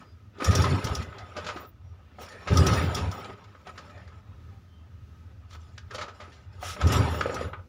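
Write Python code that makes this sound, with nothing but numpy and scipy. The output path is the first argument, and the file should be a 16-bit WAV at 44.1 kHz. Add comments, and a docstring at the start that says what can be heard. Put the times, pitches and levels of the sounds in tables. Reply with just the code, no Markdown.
"""A small single-cylinder motorcycle is kicked over three times in a tiled yard and does not fire.
Far traffic rumbles throughout. At 0.4 s the lever knocks, gears and chain rattle, the valves tick and
the exhaust chuffs as the engine coasts to rest. A sandal scuffs, the lever creaks; second kick at 2.5 s.
Fittings rattle through a lull; third kick at 6.8 s, with springs pinging.
The phone that listens adds a resonance of its own."""
import sys
import numpy as np
from scipy import signal
from scipy.fft import rfft, irfft, next_fast_len
from scipy.io import wavfile
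from scipy.ndimage import uniform_filter1d, map_coordinates

SR = 44100
rng = np.random.default_rng(int(sys.argv[2]) if len(sys.argv) > 2 else 0)


def inscribe(sig):
    """Save sig as 16-bit PCM at rate SR to the path in sys.argv[1].

    A 1-D sig is mono; a 2-D sig holds one channel per row.
    Samples are clipped to [-1, 1] before scaling.
    """
    pcm = np.round(np.clip(np.atleast_2d(sig).T, -1, 1) * 32767)
    wavfile.write(sys.argv[1], SR, pcm.astype(np.int16))


N = 339081

# Spin-up and coast, one list a kick: t/s, gear level/dB, pipe level/dB, pipe f/Hz
KICK_CURVES = [
    [(.33, -66.5, -81, 87.5), (.4, -43, -62, 87.3), (.45, -30, -48, 86.2), (.49, -32, -26, 87.45),
     (.6, -29, -20, 87.06), (.73, -33.5, -23.5, 87.37), (.79, -37, -30.5, 97.5), (.825, -37.5, -48, 101),
     (.86, -35, -38, 100.9), (.94, -38.5, -35.5, 85), (1.02, -39.5, -43, 82.8), (1.08, -48, -60, 84.44),
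     (1.33, -49, -76, 81.8), (1.4, -73, -81, 82)],
    [(2.44, -56.5, -64, 87), (2.52, -33, -18.5, 88), (2.61, -29.5, -20.5, 84.2), (2.7, -29.5, -20.5, 88.3),
     (2.79, -30.5, -24, 87), (2.89, -36.5, -29.5, 86.5), (2.935, -38, -34, 94), (2.97, -34, -29.5, 101.1),
     (3.09, -42, -39.5, 95.7), (3.2, -43, -48, 105), (3.33, -47, -48, 105.2), (3.4, -68, -62.5, 105)],
    [(6.77, -64, -80, 81.4), (6.81, -35, -50, 80), (6.86, -37.5, -19, 82.76), (6.94, -28.5, -22, 83),
     (7.03, -31.5, -24.5, 81.6), (7.15, -37.5, -31, 78.6), (7.3, -40, -42, 77.6), (7.44, -39.5, -40, 73),
     (7.56, -61, -58, 73), (7.68, -81, -75, 74)],
]
# Valves and pawls snapping shut: t/s, level/dB, t60/s
VALVE_TICKS = [(.443, -12.5, 0.064), (.5082, -24, 0.12), (.55, -6.5, 0.045), (.619, -18, .058),
               (.842, -16, 0.058), (.9488, -13.5, 0.038), (1.022, -31, .065), (2.285, -35, .05),
               (2.5322, -30, 0.13), (2.571, -7, 0.037), (2.6652, -8.5, 0.049), (2.7308, -22, 0.1),
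               (2.9456, -13.5, 0.049), (3.113, -25, .045), (6.8693, -20, .062), (6.92, -14, .066),
               (7.3418, -21.5, .047)]
# Foot and hand move lever, stand and fittings: t/s, length/s, rattle level/dB, fine rattle level/dB
HANDLING_MOVES = [(0, 0.027, -53, -66.5), (1.365, .29, -44, -60), (2.199, 0.26, -53, -59.5),
                  (3.38, .24, -60.5, -75), (3.671, 0.031, -48, -62), (3.761, 0.44, -53, -65.5),
                  (4.284, .24, -67.5, -89), (5.507, 0.051, -70, -65), (5.603, 0.19, -73, -69),
                  (5.919, 0.15, -49.5, -66), (6.152, 0.29, -61.5, -65), (6.53, .09, -63.5, -71),
                  (6.621, 0.162, -50.5, -54.5)]
# Modes of frame and panels: f/Hz, decay/s
FRAME_MODES = [(280, 0.12), (340, 0.029), (405, 0.095), (520, 0.15), (600, 0.13), (730, 0.053),
               (860, 0.069), (1050, 0.04), (1230, 0.11), (1300, 0.06), (1480, 0.079), (1620, 0.053),
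               (1800, 0.072), (2050, 0.064), (2300, 0.045), (2550, 0.08), (2810, 0.062), (3100, 0.039),
               (3500, 0.079), (3900, 0.051)]
# Gear noise spectrum: f/Hz, level/dB
GEAR_SPECTRUM = [(110, -25), (180, -1), (320, -11), (400, -5), (480, -7.5), (780, -8.5), (1270, -10.5),
                 (2000, -16), (3500, -22), (5000, -34), (7000, -67)]
FULL_SPIN_DB = -30  # gear level at full spin


def amp(db):
    return 10 ** (np.asarray(db) / 20)


def unit(x):
    return x / np.sqrt(np.mean(x ** 2) + 1e-20)


def add(track, start_s, sound):
    part = track[max(round(start_s * SR), 0):][:len(sound)]
    part += sound[:len(part)]


def level_at(spectrum, hz):
    """Level/dB of a spectrum, interpolated over log frequency."""
    f, db = np.transpose(spectrum)
    return np.interp(np.log(hz + 1), np.log(f + 1), db, left=-120, right=-120)


def curves(tables):
    """One value per sample for each column after t/s."""
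    times_s, *columns = np.transpose(np.concatenate(tables))
    return np.array([np.interp(np.arange(N) / SR, times_s, column) for column in columns])


def filtered(x, response):
    """Apply a complex response of f/Hz."""
    size = next_fast_len(len(x) + SR // 4)
    return irfft(rfft(x, size) * response(np.fft.rfftfreq(size, 1 / SR)), size)[:len(x)]


def modes(rows):
    """Response of resonances of alternating sign: f/Hz, width/Hz, level/dB."""
    return lambda f: sum((-1) ** k * amp(db) * 1j * f * width / (hz * hz - f * f + 1j * f * width)
                         for k, (hz, width, db) in enumerate(rows))


def rattle(spectrum, rate_hz, spread_db):
    """Shaped noise, rms 1, whose level jumps at random."""
    jumps = rng.standard_normal(int(N * rate_hz / SR) + 4)
    level_db = spread_db * map_coordinates(jumps, [np.arange(N) * rate_hz / SR])
    noise = amp(level_db) * rng.standard_normal(N)
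    return unit(filtered(noise, lambda f: amp(level_at(spectrum, f))))


def patchy(x, depth_db):
    """Narrow bands swell and fade on their own; rms 1."""
    bands = signal.stft(x, nperseg=512)[2]
    drift = uniform_filter1d(rng.standard_normal(bands.shape), size=2, axis=0)
    drift = unit(uniform_filter1d(drift, size=9, axis=1))
    return unit(signal.istft(bands * amp(depth_db * drift), nperseg=512)[1][:N])


def swells(rows, rise_s=0.013, sag_db_per_s=23.5, fall_s=0.019):
    """Gain that rises, sags and falls for each row: t/s, length/s, level/dB."""
    t = np.arange(N) / SR
    edge = lambda x: np.exp(np.minimum(x, 0))
    return sum(amp(db - sag_db_per_s * np.abs(t - s))
               * edge((t - s) / rise_s) * edge((s + length_s - t) / fall_s) for s, length_s, db in rows)


def after_ticks(offset_db, t60_s):
    """Gain that jumps at each valve tick and decays."""
    gain, t = np.zeros(N), np.arange(SR // 4) / SR
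    for s, db, _ in VALVE_TICKS:
        add(gain, s, amp(db + offset_db - 60 * t / t60_s))
    return gain


def spin_gain(full_db, slope):
    """Gain that follows the spin: full_db at full spin, slope in dB per dB of gear level."""
    return amp(full_db + slope * (curves(KICK_CURVES)[0] - FULL_SPIN_DB))


def burst(t60_s, attack_s):
    """Decaying noise: many tiny contacts in one blow."""
    t = np.arange(SR // 4) / SR
    return amp(-60 * t / t60_s) * (1 - np.exp(-t / attack_s)) * rng.standard_normal(len(t))


def yard():
    """Far traffic swells and fades over the quiet air of the yard."""
    # Traffic: t/s, level/dB
    traffic = [(0, -51), (1.2, -44), (1.7, -48.5), (1.85, -44), (2.3, -50), (3.5, -52), (4.2, -43.5),
               (4.48, -42), (4.63, -49), (4.95, -44), (5.4, -43), (5.7, -45), (5.92, -40), (6.05, -51),
               (6.5, -42), (7.6, -38.5), (7.689, -52)]
    # Road rumble: f/Hz, level/dB
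    road_spectrum = [(20, -61), (43, -16), (58, -12.5), (82, -1), (105, -6.5), (140, -22.5), (200, -36)]
    # Yard air: f/Hz, level/dB
    air_spectrum = [(25, -32.5), (60, 0), (150, -1), (212, 0.5), (300, -6.5), (700, -27.5), (1250, -21.5),
                    (2900, -27), (6000, -30), (7400, -37.5), (8500, -42.5), (16000, -40.5)]
    rumble = amp(curves([traffic])[0]) * rattle(road_spectrum, rate_hz=15, spread_db=2)
    air = patchy(rattle(air_spectrum, rate_hz=2.91, spread_db=2.5), depth_db=1)
    return rumble + amp(-59) * air


def clatter(rate_hz, spread_db):
    """Loose gear teeth tap the frame at random, rate_hz taps for each mode."""
    out = np.zeros(N)
    for hz, decay_s in FRAME_MODES:
        taps = (rng.random(N) < rate_hz / SR) * amp(spread_db * rng.standard_normal(N))
        radius, angle = amp(-75 / decay_s / SR), 2 * np.pi * hz / SR
        gain = amp(level_at(GEAR_SPECTRUM, hz)) * np.sqrt(hz) * np.sin(angle)
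        out += signal.lfilter([gain], [1, -2 * radius * np.cos(angle), radius ** 2], taps)
    return unit(out)


def gears():
    """Gears and loose parts rattle in turns under spin and handling."""
    gain = amp(curves(KICK_CURVES)[0]) + swells(np.array(HANDLING_MOVES)[:, :3])
    noise = patchy(rattle(GEAR_SPECTRUM, rate_hz=60, spread_db=2), depth_db=4.5)
    return gain * unit(noise + amp(-3.5) * clatter(rate_hz=70, spread_db=2.5))


def chain():
    """Fine rattle shaken by spin, ticks and handling; duller when slow."""
    # Chain noise: f/Hz, level/dB
    spectrum = [(2500, -10), (3500, -6), (4700, -7.5), (5600, -2.5), (6300, -19.5), (7000, -5.5),
                (7500, -14.5), (8100, -22), (9600, -14.5), (13500, -31.5), (14300, -36)]
    gain = spin_gain(full_db=-41.5, slope=1.38) + after_ticks(offset_db=-35, t60_s=0.12)
    gain += swells(np.delete(HANDLING_MOVES, 2, axis=1))
    fine = patchy(rattle(spectrum, rate_hz=90, spread_db=1.5), depth_db=5.5)
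    treble = filtered(fine, lambda f: f > 7800)
    brightness = np.clip(gain / amp(-62.5), 0, 1) ** 0.5
    return gain * (fine - treble + brightness * treble)


def far_calls():
    """Faint wavering tones, the high ones like birds."""
    # Calls: t/s, length/s, f/Hz, level/dB
    calls = [(.03, .13, 4900, -67), (1.82, .14, 5700, -75), (4.65, .21, 3120, -68), (4.5, .11, 780, -62)]
    out, t = np.zeros(N), np.arange(SR // 2) / SR
    for s, length_s, hz, db in calls:
        waver_rad = np.cumsum(rng.normal(0, 0.07, len(t)))
        envelope = amp(db) * np.sin(np.pi * np.clip(t / length_s, 0, 1))
        add(out, s, envelope * np.sin(2 * np.pi * hz * t + waver_rad))
    return out


def frame_ring(centre_hz, width_oct, damping_s):
    """Frame modes near centre_hz, at new strengths each blow; the foot damps them."""
    t = np.arange(SR // 6) / SR
    hz, decay_s = np.transpose(FRAME_MODES)[:, :, None]
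    weight = np.exp(-0.5 * (np.log2(hz / centre_hz) / width_oct) ** 2)
    weight *= amp(rng.normal(0, 1.8, hz.shape))
    partials = weight * amp(-30 * t / decay_s - 35 * t / damping_s) * np.sin(2 * np.pi * hz * t)
    return partials.sum(0) * (1 - np.exp(-t / 0.0017)) / np.linalg.norm(weight)


def dulled(rows, corner_hz):
    """Response of resonances behind a low-pass."""
    return lambda f: modes(rows)(f) / (1 + 1j * f / corner_hz) ** 2 / (1 + (f / (2 * corner_hz)) ** 4)


def knocks(panel_hz=1350):
    """Lever, stand and sandal strike: frame and side panel ring under a clack and a gritty top."""
    # Blows: t/s, clack level/dB, ring level/dB, grit level/dB, ring centre f/Hz, decay/s
    blows = [(0.3832, -52, -36, -39, 350, .06), (.401, -22, -33, -34, 373, 0.15),
             (0.4203, -13.5, -18, -28, 314, 0.045), (.6395, -16, -17, -20, 1020, 0.083),
             (.8689, -21, -29, -18, 420, 0.045), (1.1263, -19.5, -54, -60, 385, 0.016),
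             (1.181, -42, -60, -33.5, 400, 0.089), (1.3649, -25, -31, -27.5, 610, 0.13),
             (1.3844, -21, -26, -38, 517, 0.031), (1.443, -28, -58, -31, 614, 0.093),
             (1.4637, -24, -35.5, -23.5, 570, 0.13), (1.4849, -20, -32, -29, 580, 0.14),
             (1.56, -27, -27.5, -36.5, 331, 0.16), (2.1849, -29.5, -30.5, -54, 680, 0.034),
             (2.2107, -35, -40.5, -50, 533, 0.13), (2.316, -54, -56, -41.5, 1790, 0.18),
             (2.472, -18, -31, -27, 675, 0.17), (2.6806, -9.5, -24, -33, 420, 0.052),
             (2.9694, -21, -32, -21.5, 420, 0.089), (3.243, -44, -38, -27, 3140, 0.035),
             (3.295, -35, -34, -55, 420, 0.072), (3.3832, -38, -50, -57, 465, 0.053),
             (3.4392, -42, -60, -43, 425, 0.065), (3.5484, -36, -46.5, -65, 534, 0.053),
             (3.6695, -27, -33, -31, 735, 0.037), (3.7763, -31.5, -41, -31.5, 1660, 0.091),
             (3.8943, -38, -54, -45, 594, 0.078), (3.9764, -48, -41, -41.5, 1750, 0.042),
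             (4.0754, -44, -49.5, -43, 1830, 0.061), (5.507, -44, -63, -41.5, 415, 0.1),
             (5.5274, -41, -62, -37, 323, 0.1), (5.5483, -29.5, -49, -36, 280, 0.042),
             (5.7783, -32.5, -34, -23.5, 1640, 0.029), (5.9075, -32.5, -36, -29.5, 1720, 0.053),
             (5.9461, -25.5, -29, -21, 549, 0.073), (5.9802, -23, -33, -29, 616, 0.14),
             (6.0108, -19, -39, -25, 463, 0.11), (6.0794, -30.5, -47, -38.5, 398, 0.12),
             (6.1998, -32, -42, -41.5, 577, 0.25), (6.318, -49, -49, -45.5, 1880, 0.24),
             (6.28, -40, -40.5, -60, 345, 0.07), (6.6271, -18.5, -23, -40, 686, 0.032),
             (6.763, -23.5, -35.5, -50, 600, 0.044), (6.812, -12.5, -27, -18.5, 688, 0.05),
             (7.1432, -15.5, -23.5, -38, 530, 0.028), (7.209, -3.5, -17.5, -13, 555, 0.026),
             (7.2574, -13.5, -11, -45, 477, 0.024), (7.2947, -19, -22.5, -48, 500, 0.061),
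             (7.3632, -20, -44, -53, 570, 0.093), (7.4107, -23.5, -16, -24.5, 510, 0.024),
             (7.5312, -20, -38.5, -64, 427, 0.063), (7.591, -40.5, -42.5, -68, 530, 0.063)]
    ring, clack, grit = np.zeros((3, N))
    for s, clack_db, ring_db, grit_db, hz, decay_s in blows:
        add(ring, s, amp(ring_db) * frame_ring(hz, width_oct=0.13, damping_s=0.86 * decay_s))
        add(ring, s, amp(clack_db - 11) * frame_ring(panel_hz, width_oct=0.22, damping_s=decay_s))
        add(clack, s, amp(clack_db) * burst(decay_s, attack_s=0.0024))
        add(grit, s, amp(grit_db) * burst(decay_s, attack_s=0.0032))
    clack = filtered(clack, dulled([(1510, 3700, 0.11), (3040, 3050, -1)], corner_hz=4030))
    grit = filtered(grit, dulled([(3980, 3150, 1.5), (7460, 900, -3.5)], corner_hz=5500))
    return ring + clack + grit


def walls(x):
    """Reverberation off the tiles; treble dies first."""
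    # Tail decay: f/Hz, t60/s
    decay = [(200, 0.41), (2000, 0.16), (10000, 0.11)]
    hz, t, bands = signal.stft(rng.standard_normal(SR // 2), SR, nperseg=256)
    t60_s = np.interp(hz, *np.transpose(decay))
    tail = signal.istft(bands * amp(-60 * t / t60_s[:, None]), SR, nperseg=256)[1]
    delayed = np.pad(x, (300, 0))
    return signal.fftconvolve(delayed, tail / np.linalg.norm(tail))[:N]


def high_hiss():
    """A thin hiss near 15 kHz swells with the spin and flares at each tick."""
    # Extra thin hisses: t/s, length/s, level/dB
    hisses = [(.42, .05, -67), (1.565, 0.055, -60), (1.665, 0.032, -66), (2.21, 0.045, -66),
              (2.735, .17, -60), (3.13, 0.066, -63), (5.535, .025, -74), (6.63, 0.11, -62),
              (7.145, .03, -61)]
    gain = spin_gain(full_db=-64, slope=2.4) + after_ticks(offset_db=-47.5, t60_s=0.12) + swells(hisses)
    spectrum = [(13600, -34.5), (14500, -3), (15200, -1), (15800, -15)]  # f/Hz, level/dB
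    return gain * rattle(spectrum, rate_hz=40, spread_db=4)


def valves():
    """Each snap rings the cylinder head."""
    # Head modes: f/Hz, width/Hz, level/dB
    head_modes = [(3405, 410, -2), (4530, 1800, -7), (5405, 540, 3), (5960, 90, 5), (6600, 460, -6.5),
                  (9700, 320, -12.5), (11000, 1300, -17.5), (15000, 900, -48)]
    snaps = np.zeros(N)
    for s, db, t60_s in VALVE_TICKS:
        add(snaps, s, amp(db) * burst(t60_s, attack_s=0.0023))
    return filtered(snaps, modes(head_modes))


def exhaust():
    """Each stroke pumps the ringing pipe: a few cycles swell, rise in pitch and break off."""
    # Strokes: peak t/s, level/dB, f/Hz, swell/s
    strokes = [(0.503, -8, 94, 0.016), (0.555, -27, 91, 0.0084), (.609, -11.5, 92, 0.013),
               (0.672, -23, 94.5, .014), (.731, -16.5, 142.5, 0.014), (0.852, -19, 100, 0.0067),
               (0.921, -18.5, 82, 0.013), (1.001, -21, 86, .016), (1.088, -31, 87, 0.012),
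               (2.532, -7, 95.6, 0.016), (2.573, -26, 89, 0.0091), (2.617, -12, 92, .014),
               (2.671, -27, 92, .009), (2.728, -10.5, 95, .02), (2.786, -18, 87, 0.013),
               (2.845, -18, 151, 0.0081), (2.891, -24, 101, .012), (2.96, -22.5, 99.5, .0075),
               (2.995, -25, 100, .01), (3.04, -23, 88, 0.022), (3.093, -21, 88, 0.024),
               (6.865, -9.5, 93, 0.02), (6.919, -16, 92, 0.012), (6.967, -13.5, 95, 0.0086),
               (7.009, -13, 98, 0.015), (7.059, -20.5, 99, 0.0098), (7.126, -30, 85, .014),
               (7.472, -26, 88.8, 0.023)]
    # Pipe noise: f/Hz, level/dB
    pipe_spectrum = [(18, -58), (30, -9), (51, -32), (81, 0.5), (170, -9.5), (204, -22.5), (260, -12.5),
                     (340, -31), (570, -120)]
    silencer_spectrum = [(220, -28), (280, -5), (320, -16.5), (400, -2.5), (480, -18.5), (600, -10.5)]
    _, pipe_db, pipe_hz = curves(KICK_CURVES)
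    tone = np.sin(2 * np.pi * np.cumsum(pipe_hz) / SR)
    out = amp(pipe_db) * (tone + 0.83 * rattle(pipe_spectrum, rate_hz=15, spread_db=1.5))
    out += amp(pipe_db - 11.5) * rattle(silencer_spectrum, rate_hz=30, spread_db=3.5)
    t = np.arange(-SR // 10, SR // 10) / SR
    for s, db, hz, swell_s in strokes:
        sigma_s = swell_s * np.where(t < 0, 1.04, 0.34)
        envelope = amp(db) * np.exp(-0.5 * (t / sigma_s) ** 2)
        phase = 2 * np.pi * hz * (t + 4 * t * t) + rng.normal(0, 0.26)
        wave = np.cos(phase) + 0.18 * np.cos(2 * phase) + 0.02 * np.cos(3 * phase)
        add(out, s + t[0], envelope * wave)
    return out


def scuffs():
    """Rubber on grit: smooth swells of fine noise."""
    # Sandal drags on tile and pedal: t/s, length/s, level/dB
    drags = [(1.432, 0.05, -70), (2.191, 0.083, -50.5), (5.49, 0.087, -65), (5.934, 0.036, -48),
             (6.608, 0.16, -39)]
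    # Sole friction: f/Hz, level/dB
    spectrum = [(180, -48), (300, -32), (446, 0), (910, -7.5), (1350, 1.5), (1740, -3), (2950, -0.5),
                (5010, -7), (5530, 0.5), (8100, -13.5), (9870, -11), (15700, -29)]
    gain = np.zeros(N)
    for s, length_s, db in drags:
        add(gain, s, amp(db) * np.sin(np.linspace(0, np.pi, round(length_s * SR))) ** 1.18)
    return gain * rattle(spectrum, rate_hz=150, spread_db=0.8)


def creaks():
    """The lever rubs on its pivot: friction noise in one resonance a creak."""
    # Rubs: t/s, length/s, f/Hz, width/Hz, level/dB
    rubs = [(2.268, 0.19, 1806, 250, -53), (2.3, 0.2, 2380, 250, -61.5), (3.798, 0.3, 595, 60, -59.5),
            (3.871, 0.18, 1800, 150, -62), (3.895, 0.1, 2390, 150, -64)]
    out = np.zeros(N)
    for s, length_s, hz, width_hz, db in rubs:
        resonance = modes([(hz, width_hz, 0)])
        noise = filtered(rng.standard_normal(round(length_s * SR)), lambda f: resonance(f) ** 2)
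        add(out, s, amp(db) * unit(noise) * np.sin(np.linspace(0, np.pi, len(noise))) ** 0.5)
    return out


def springs():
    """Springs ping on single high tones that shiver."""
    # Pings: t/s, f/Hz, level/dB, t60/s
    pings = [(6.885, 6910, -29.5, 0.051), (6.92, 12300, -40, 0.2), (6.92, 11500, -38.5, 0.14),
             (6.92, 8740, -35.5, 0.087), (7.1, 10760, -51.5, .3), (7.1, 13230, -60, .3),
             (7.1, 12480, -58, .4), (7.15, 14710, -49, .2), (7.186, 7100, -39, .04),
             (7.41, 10570, -61, 0.33), (7.4, 11800, -66, 0.29), (7.47, 13250, -67, .2)]
    out, t = np.zeros(N), np.arange(SR // 2) / SR
    for s, hz, db, t60_s in pings:
        shiver_rad = np.cumsum(rng.normal(0, 0.06, len(t)))
        envelope = amp(db - 60 * t / t60_s) * (1 - np.exp(-t / 0.0048))
        add(out, s, envelope * np.sin(2 * np.pi * hz * t + shiver_rad))
    return out


def scene():
    hits = valves() + knocks()
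    echo = amp(-9) * walls(hits)
    turning = gears() + chain() + high_hiss() + exhaust()
    return (hits + echo + turning + scuffs() + creaks() + springs() + far_calls() + yard())[None]


def record(dry):
    """The phone's case rings near 1.3 kHz; deep bass is cut, peaks are rounded, the band is limited."""
    bass_hz, top_hz, ceiling = 52, 15780, 0.46
    case = modes([(1278, 39.6, 6.2)])
    high_pass = lambda f: (1j * f / (bass_hz + 1j * f)) ** 2
    x = filtered(dry[0], lambda f: (1 + case(f)) * high_pass(f))
    x = x / (1 + np.abs(x / ceiling) ** 4) ** (1 / 4)
    return filtered(x, lambda f: f < top_hz)[None]


dry = scene()
out = record(dry)
inscribe(out)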